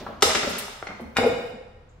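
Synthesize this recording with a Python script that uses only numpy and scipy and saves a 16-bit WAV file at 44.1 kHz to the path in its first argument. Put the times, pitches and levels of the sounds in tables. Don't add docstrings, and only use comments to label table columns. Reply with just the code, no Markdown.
import sys
import numpy as np
from scipy import signal
from scipy.fft import rfft, irfft
from scipy.io import wavfile
from scipy.ndimage import uniform_filter1d

SR = 44100
rng = np.random.default_rng(int(sys.argv[2]) if len(sys.argv) > 2 else 0)


def rack_gain(trim_db):
    fader = np.asarray(trim_db, float)
    return 10 ** (fader / 20)


def persist_wave(psi):
    counts = np.round(np.clip(psi, -1, 1) * 32767).astype(np.int16)
    wavfile.write(sys.argv[1], SR, np.atleast_2d(counts).T)


N = 88200

# (f/Hz, level/dB per Hz)
HUM_COLOUR = [(15, -29.5), (25, -3), (59, -2), (106, -2), (260, -17.5), (1310, -26.5), (5280, -44),
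              (7090, -52.5), (15000, -64.5)]
# (t/s, level/dB)
CLOTH_LEVEL = [(0.0, -54.5), (.12, -61), (.2, -69), (0.28, -45), (0.39, -52), (0.46, -42), (0.56, -57),
               (.7, -56.5), (0.84, -63), (.92, -68), (1.07, -67), (1.16, -64), (1.19, -85), (1.25, -70.5),
               (1.3, -58), (1.48, -58), (1.56, -83.5), (2.0, -94)]
# (t/s, level/dB, rise/s, fall/s, centre f/Hz)
SCUFF_EVENTS = [
    (.0, -47.5, 0.0015, 0.013, 4000),
    (0.486, -45, 0.012, 0.0073, 9900),
    (0.582, -31, 0.0026, 0.0086, 10300),
    (0.581, -37.5, 0.0075, 0.0024, 2920),
    (1.003, -62.5, 0.0054, 0.012, 10600),
    (1.26, -50.5, 0.0046, 0.013, 11000),
    (1.487, -68.5, 0.0058, 0.011, 10000),
    (1.887, -71, 0.005, 0.021, 6830),
]
# (t/s, peak level/dB, hardness/octaves above 1 kHz, chatter/s, knock f/Hz)
SEAT_BLOWS = [(.004, -33, -0.99, 0.064, 206), (.088, -29, -0.92, 0.014, 210),
              (.226, -19.5, -1.11, 0.028, 645), (.29, -23, -0.81, 0.014, 650),
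              (.348, -18.5, -1.32, 0.023, 420), (.372, -25, -1.2, 0.0077, 560),
              (.43, -22, -1.18, 0.016, 495), (.47, -25.5, -1.9, 0.039, 216), (.89, -35, -1.5, 0.025, 206),
              (1.009, -29, -1.8, 0.026, 230), (1.049, -37.5, -2, 0.0055, 244)]
LINK_BLOWS = [(.064, -23.5, 0.5, 0.0095, 994), (.206, -33.5, 3, 0.012, 700), (.2225, 2.5, 3, 0.0032, 1300),
              (.245, -17, 5.5, 0.023, 2590), (.3, -18, 1.5, 0.029, 2100), (.349, -9.5, 2.5, 0.0092, 2120),
              (.362, -30, 1, .015, 1600), (.392, -37, 8, 0.013, 2100), (.432, -15.5, 1.5, 0.0024, 1380),
              (.469, -22, 2.5, 0.059, 565), (.53, -24, 2.5, 0.087, 1300), (.68, -31, 0, 0.0031, 860)]
LATCH_BLOWS = [
    (.8265, -19, 0.95, 0.001, 750),
    (.8705, -20, 2, 0.0017, 2090),
    (.884, -36.5, 0.9, 0.0049, 1950),
    (.903, -29.5, .4, 0.01, 650),
    (.9965, -28.5, -0.6, 0.005, 864),
]
FOOT_BLOWS = [
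    (1.151, -36.5, 3, 0.023, 500),
    (1.162, -23, 1, 0.0034, 1000),
    (1.168, -6.5, 3, 0.0031, 1370),
    (1.184, -12, -0.5, 0.0054, 834),
    (1.232, -12, -0.68, 0.0054, 760),
    (1.263, -27.5, 2.5, 0.01, 2180),
]
WOOD_BLOWS = [
    (1.18, -14.5, -0.25, 0.014, 398),
    (1.29, -19.5, -0.6, 0.011, 670),
    (1.33, -24, -0.49, 0.0099, 245),
    (1.398, -34.5, -0.78, 0.0071, 218),
    (1.614, -38.5, -0.12, 0.0035, 494),
]
# (f/Hz, width/Hz, level/dB)
SEAT_NOTES = [(230, 30, 2.5), (420, 19, -2), (560, 160, -0.5), (650, 110, 11.5)]
LINK_NOTES = [(416, 75, -8.5), (645, 33, -5.5), (787, 31, 6), (1275, 17, 3.5), (1346, 68, 1),
              (1425, 180, 1.5), (1970, 100, -6), (2825, 130, -1.5), (3560, 280, -1), (5040, 180, 0.5),
              (5220, 120, 3.5), (6220, 210, 2), (7280, 120, 3.5), (9720, 300, -6)]
LATCH_NOTES = [(756, 1800, 8), (1322, 400, 7.5), (2100, 400, 4.5), (3160, 170, 1.5), (4250, 200, 2),
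               (6060, 1700, 4)]
FOOT_NOTES = [(800, 60, -1), (940, 50, -4), (1440, 90, 2), (2130, 90, -1), (2390, 70, 4), (2900, 90, -4),
              (3710, 220, -2), (4750, 60, -9), (5350, 140, -12), (5950, 100, -13), (7650, 80, -9),
              (9680, 60, -10)]
WOOD_NOTES = [(245, 22, -3), (425, 30, -6), (463, 18, 0), (510, 30, -6), (548, 22, -2), (700, 40, -8),
              (748, 15, -4), (808, 30, -7)]
# (f/Hz, ring time/s, level/dB, left-right likeness/0 to 1)
HALL_ECHO = [(58, 1.3, 2.5, 0.9), (194, 0.69, 0, 1), (500, 0.86, 2.5, 0.53), (1480, 1.014, 4, 0),
             (4000, 0.9, 5, 0.11), (7410, 0.81, 4, 0.07), (13900, 0.1, 0.5, 0.14)]
# (t/s, length/s, level/dB, f/Hz)
GROAN_EVENTS = [
    (.224, .011, -15, 420),
    (.246, .012, -23, 480),
    (.271, .012, -22, 500),
    (.468, .014, -25, 560),
    (1.181, .022, -23, 236),
    (1.207, .016, -19, 480),
    (1.236, .026, -24, 246),
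    (1.2405, .011, -14.5, 533),
    (1.2605, .016, -10.5, 470),
    (1.535, .03, -38, 222),
]
# (t/s, level/dB, f/Hz)
SHUDDER_EVENTS = [
    (.25, -31.5, 80.5),
    (0.466, -38, 75.8),
    (1.041, -39.5, 74.6),
    (1.173, -28.5, 100),
    (1.311, -41, 47),
]
# (struck t/s, f/Hz, spread/Hz, level/dB, ring time/s)
RING_FAMILIES = [
    (1.29, 505, 30, -28, 1.1),
    (1.169, 2170, 150, -32, .95),
    (1.169, 3700, 240, -43, .8),
    (1.169, 7650, 60, -50, .45),
    (1.169, 8850, 150, -59, .3),
    (1.174, 12000, 350, -55, .3),
    (1.174, 13450, 250, -54, .3),
    (.871, 2100, 200, -43, .5),
]

HUM_DB, BEFORE_DB = -53, -41
SPAN = 2 ** 14
EVEN_HZ = 238
HALL_DB, HALL_RISE_S, EARLY_DB, EARLY_T60_S = -1, 0.0015, -11, 0.064
FLAT_HZ, TREND_HZ = 30, 300
SOFT_START_S, GROAN_STOP_S = 0.004, 0.0015
GROAN_HALL_DB = -5
SHUDDER_RISE_S = 0.027
PORT_LAG = 2
MIC_TOP_HZ = 15750


def read(table, hz, col):
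    table = np.array(table, float)
    return np.interp(np.log(hz), np.log(table[:, 0]), table[:, col])


def unit(x):
    return x / np.sqrt(np.mean(x ** 2))


def band(x, hz, octaves):
    f = np.fft.rfftfreq(x.shape[-1], 1 / SR) + 1
    gain = np.exp(-.5 * (np.log2(f / hz) / octaves) ** 2)
    return irfft(rfft(x) * gain, x.shape[-1])


def pair(like):
    mid, side = rng.standard_normal((2, N))
    like = np.clip(like, -1, 1)
    return np.sqrt(1 + like) * mid + np.sqrt(1 - like) * side * np.array([[1], [-1]])


def causal(power):
    cep = irfft(.5 * np.log(power + 1e-12))
    cep[1:len(cep) // 2] *= 2
    cep[len(cep) // 2 + 1:] = 0
    return np.exp(rfft(cep))


def hump(hz, width):
    f = np.fft.rfftfreq(SPAN, 1 / SR)
    return 1 / (1 + (2 * (f - hz) / width) ** 2)


def body(peaks, crack_db, low_hz):
    f = np.fft.rfftfreq(SPAN, 1 / SR) + 1
    notes = sum(rack_gain(2 * db) * hump(hz, width) for hz, width, db in peaks)
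    return (rack_gain(2 * crack_db) + notes) / (1 + (low_hz / f) ** 6)


def strikes(hits, ring, rate, rise, knock_db, cycles):
    out = np.zeros(N + SPAN)
    t, f = np.arange(SPAN) / SR, np.fft.rfftfreq(SPAN, 1 / SR)
    draws = rng.random((len(hits), 2, SPAN))
    for (s, db, hard, chatter, hz), draw in zip(hits, draws):
        contacts = (draw[0] < rate / SR) * (2 * draw[1] - 1)
        contacts = contacts * np.minimum(0.86 + t / rise, 1.3)
        contacts[0] = 1
        push = rfft(contacts * np.exp(-t / max(chatter, 1e-4)))
        even = uniform_filter1d(np.abs(push) ** 2, int(EVEN_HZ * SPAN / SR))
        soft = 1 / (1 + (f / (1000 * 2 ** hard)) ** 6)
        knock = rack_gain(2 * knock_db) * hump(hz, hz / cycles)
        sound = irfft(push * causal((ring + knock) * soft / even))
        sound = sound * np.minimum(0.16 + t / rise, 1)
        i = int(s * SR)
        out[i:i + SPAN] += sound * rack_gain(db) / np.max(np.abs(sound))
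    return out[:N]


def air():
    t, f = np.arange(N) / SR, np.fft.rfftfreq(N, 1 / SR) + 1
    mid, side = rfft(rng.standard_normal((2, N))) * rack_gain(read(HUM_COLOUR, f, col=1))
    side = side * np.clip(f / 700, .08, 1)
    hum = irfft(mid + side * np.array([[1], [-1]]), N)
    cloth_db = np.interp(t, *np.array(CLOTH_LEVEL).T) - 8.0
    cloth = unit(band(pair(0.13), 21000, 1.0)) * rack_gain(cloth_db)
    tail = band(pair(0.88), 210, 1.77) + 0.13 * band(pair(.2), 3000, 0.32)
    before = unit(tail) * rack_gain(BEFORE_DB - 48 * t)
    return unit(hum) * rack_gain(HUM_DB) + cloth + before


def scuffs():
    t, out = np.arange(N) / SR, 0
    for s, db, rise, fall, hz in SCUFF_EVENTS:
        u = np.clip(t - s, 0, None)
        grain = pair(.3) * rack_gain(2 * rng.standard_exponential(N))
        rub = unit(band(grain, hz, .5 if s < 1.8 else .15))
        swell = np.minimum(u / rise, 1) * np.exp(-np.clip(u - 2 * rise, 0, None) / fall)
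        out = out + rack_gain(db) * rub * swell
    return out


def seat():
    return strikes(SEAT_BLOWS, body(SEAT_NOTES, -7, 150), 300, 0.0059, 7.4, 7.1)


def hall():
    t, out = np.arange(N) / SR, 0
    for hz in 40 * 2 ** np.arange(0, 9, .5):
        t60 = read(HALL_ECHO, hz, col=1)
        early = rack_gain(EARLY_DB - 60 * t / EARLY_T60_S) * 3
        fade = rack_gain(-60 * t / t60) / np.sqrt(t60) + early
        noise = band(pair(read(HALL_ECHO, hz, col=3)), hz, 0.45)
        out = out + rack_gain(read(HALL_ECHO, hz, col=2)) * noise * fade
    out = out * (1 - np.exp(-t / HALL_RISE_S))
    power = np.abs(rfft(out.sum(axis=0))) ** 2
    trend = uniform_filter1d(power, int(TREND_HZ * N / SR))
    flat = trend / uniform_filter1d(power, int(FLAT_HZ * N / SR))
    out = irfft(rfft(out) * causal(np.clip(flat, .1, 10)), N)
    return out / np.sqrt(np.sum(out ** 2) / 2)


def linkage():
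    return strikes(LINK_BLOWS, body(LINK_NOTES, -2.3, 630), 3500, 0.0027, 5.6, 3.24)


def groans():
    t, out = np.arange(N) / SR, 0
    for s, hold, db, hz in GROAN_EVENTS:
        u = np.clip(t - s, 0, None)
        swell = np.minimum(u / SOFT_START_S, 1)
        grip = np.exp(-np.clip(u - hold, 0, None) / GROAN_STOP_S)
        out = out + rack_gain(db) * swell * grip * np.sin(2 * np.pi * hz * u)
    return out


def shudders():
    t, out = np.arange(N) / SR, 0
    for s, db, hz in SHUDDER_EVENTS:
        u = np.clip(t - s, 0, None)
        swell = 1.31 * u / SHUDDER_RISE_S * np.exp(-u / SHUDDER_RISE_S)
        out = out + rack_gain(db) * swell * np.sin(2 * np.pi * hz * u * (1 - 0.17 * u))
    return out


def latch():
    return strikes(LATCH_BLOWS, body(LATCH_NOTES, -8.5, 410), 1700, 0.0018, 9.8, 5.1)


def rings(count=6):
    t, out = np.arange(N) / SR, 0
    draws = rng.random((len(RING_FAMILIES), 3, count, 1))
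    for (s, hz, spread, db, t60), draw in zip(RING_FAMILIES, draws):
        u = np.clip(t - s, 0, None)
        turn = 2 * np.pi * ((hz + spread * (draw[0] - .5)) * u + draw[1])
        left = np.sin(turn).sum(axis=0)
        right = np.sin(turn + 2 * draw[2]).sum(axis=0)
        fade = rack_gain(db - 60 * u / t60) * np.minimum(u / SOFT_START_S, 1)
        out = out + fade * np.array([left, right]) / np.sqrt(count)
    return out


def footrest():
    return strikes(FOOT_BLOWS, body(FOOT_NOTES, -17, 440), 3000, 0.00093, -1.5, 2.54)


def wooden_base():
    return strikes(WOOD_BLOWS, body(WOOD_NOTES, -6.5, 93), 300, 0.0052, 0.58, 3.0)


def scene():
    upper = linkage() + latch() + seat()
    lower = footrest() + wooden_base()
    hums, rubs = groans(), scuffs()
    chair = upper + lower + hums
    left = chair * rack_gain(-0.5)
    right = np.roll(chair, PORT_LAG) * rack_gain(-2.3)
    dry = np.array([left, right]) + rubs
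    to_walls = (upper + rubs[0], lower + rack_gain(GROAN_HALL_DB) * hums)
    wet = sum(signal.fftconvolve(part[None], hall(), axes=1)[:, :N] for part in to_walls)
    return dry + rack_gain(HALL_DB) * wet + air() + shudders() + rings()


def low_pass(x):
    return signal.sosfilt(signal.butter(12, 16650, fs=SR, output="sos"), x)


def record(dry):
    rounded = np.tanh(dry * 1.195) / 1.017
    top_cut = signal.ellip(10, .2, 45, MIC_TOP_HZ, fs=SR, output="sos")
    mix = signal.sosfilt(top_cut, rounded)
    return low_pass(mix)


dry = scene()
out = record(dry)
persist_wave(out)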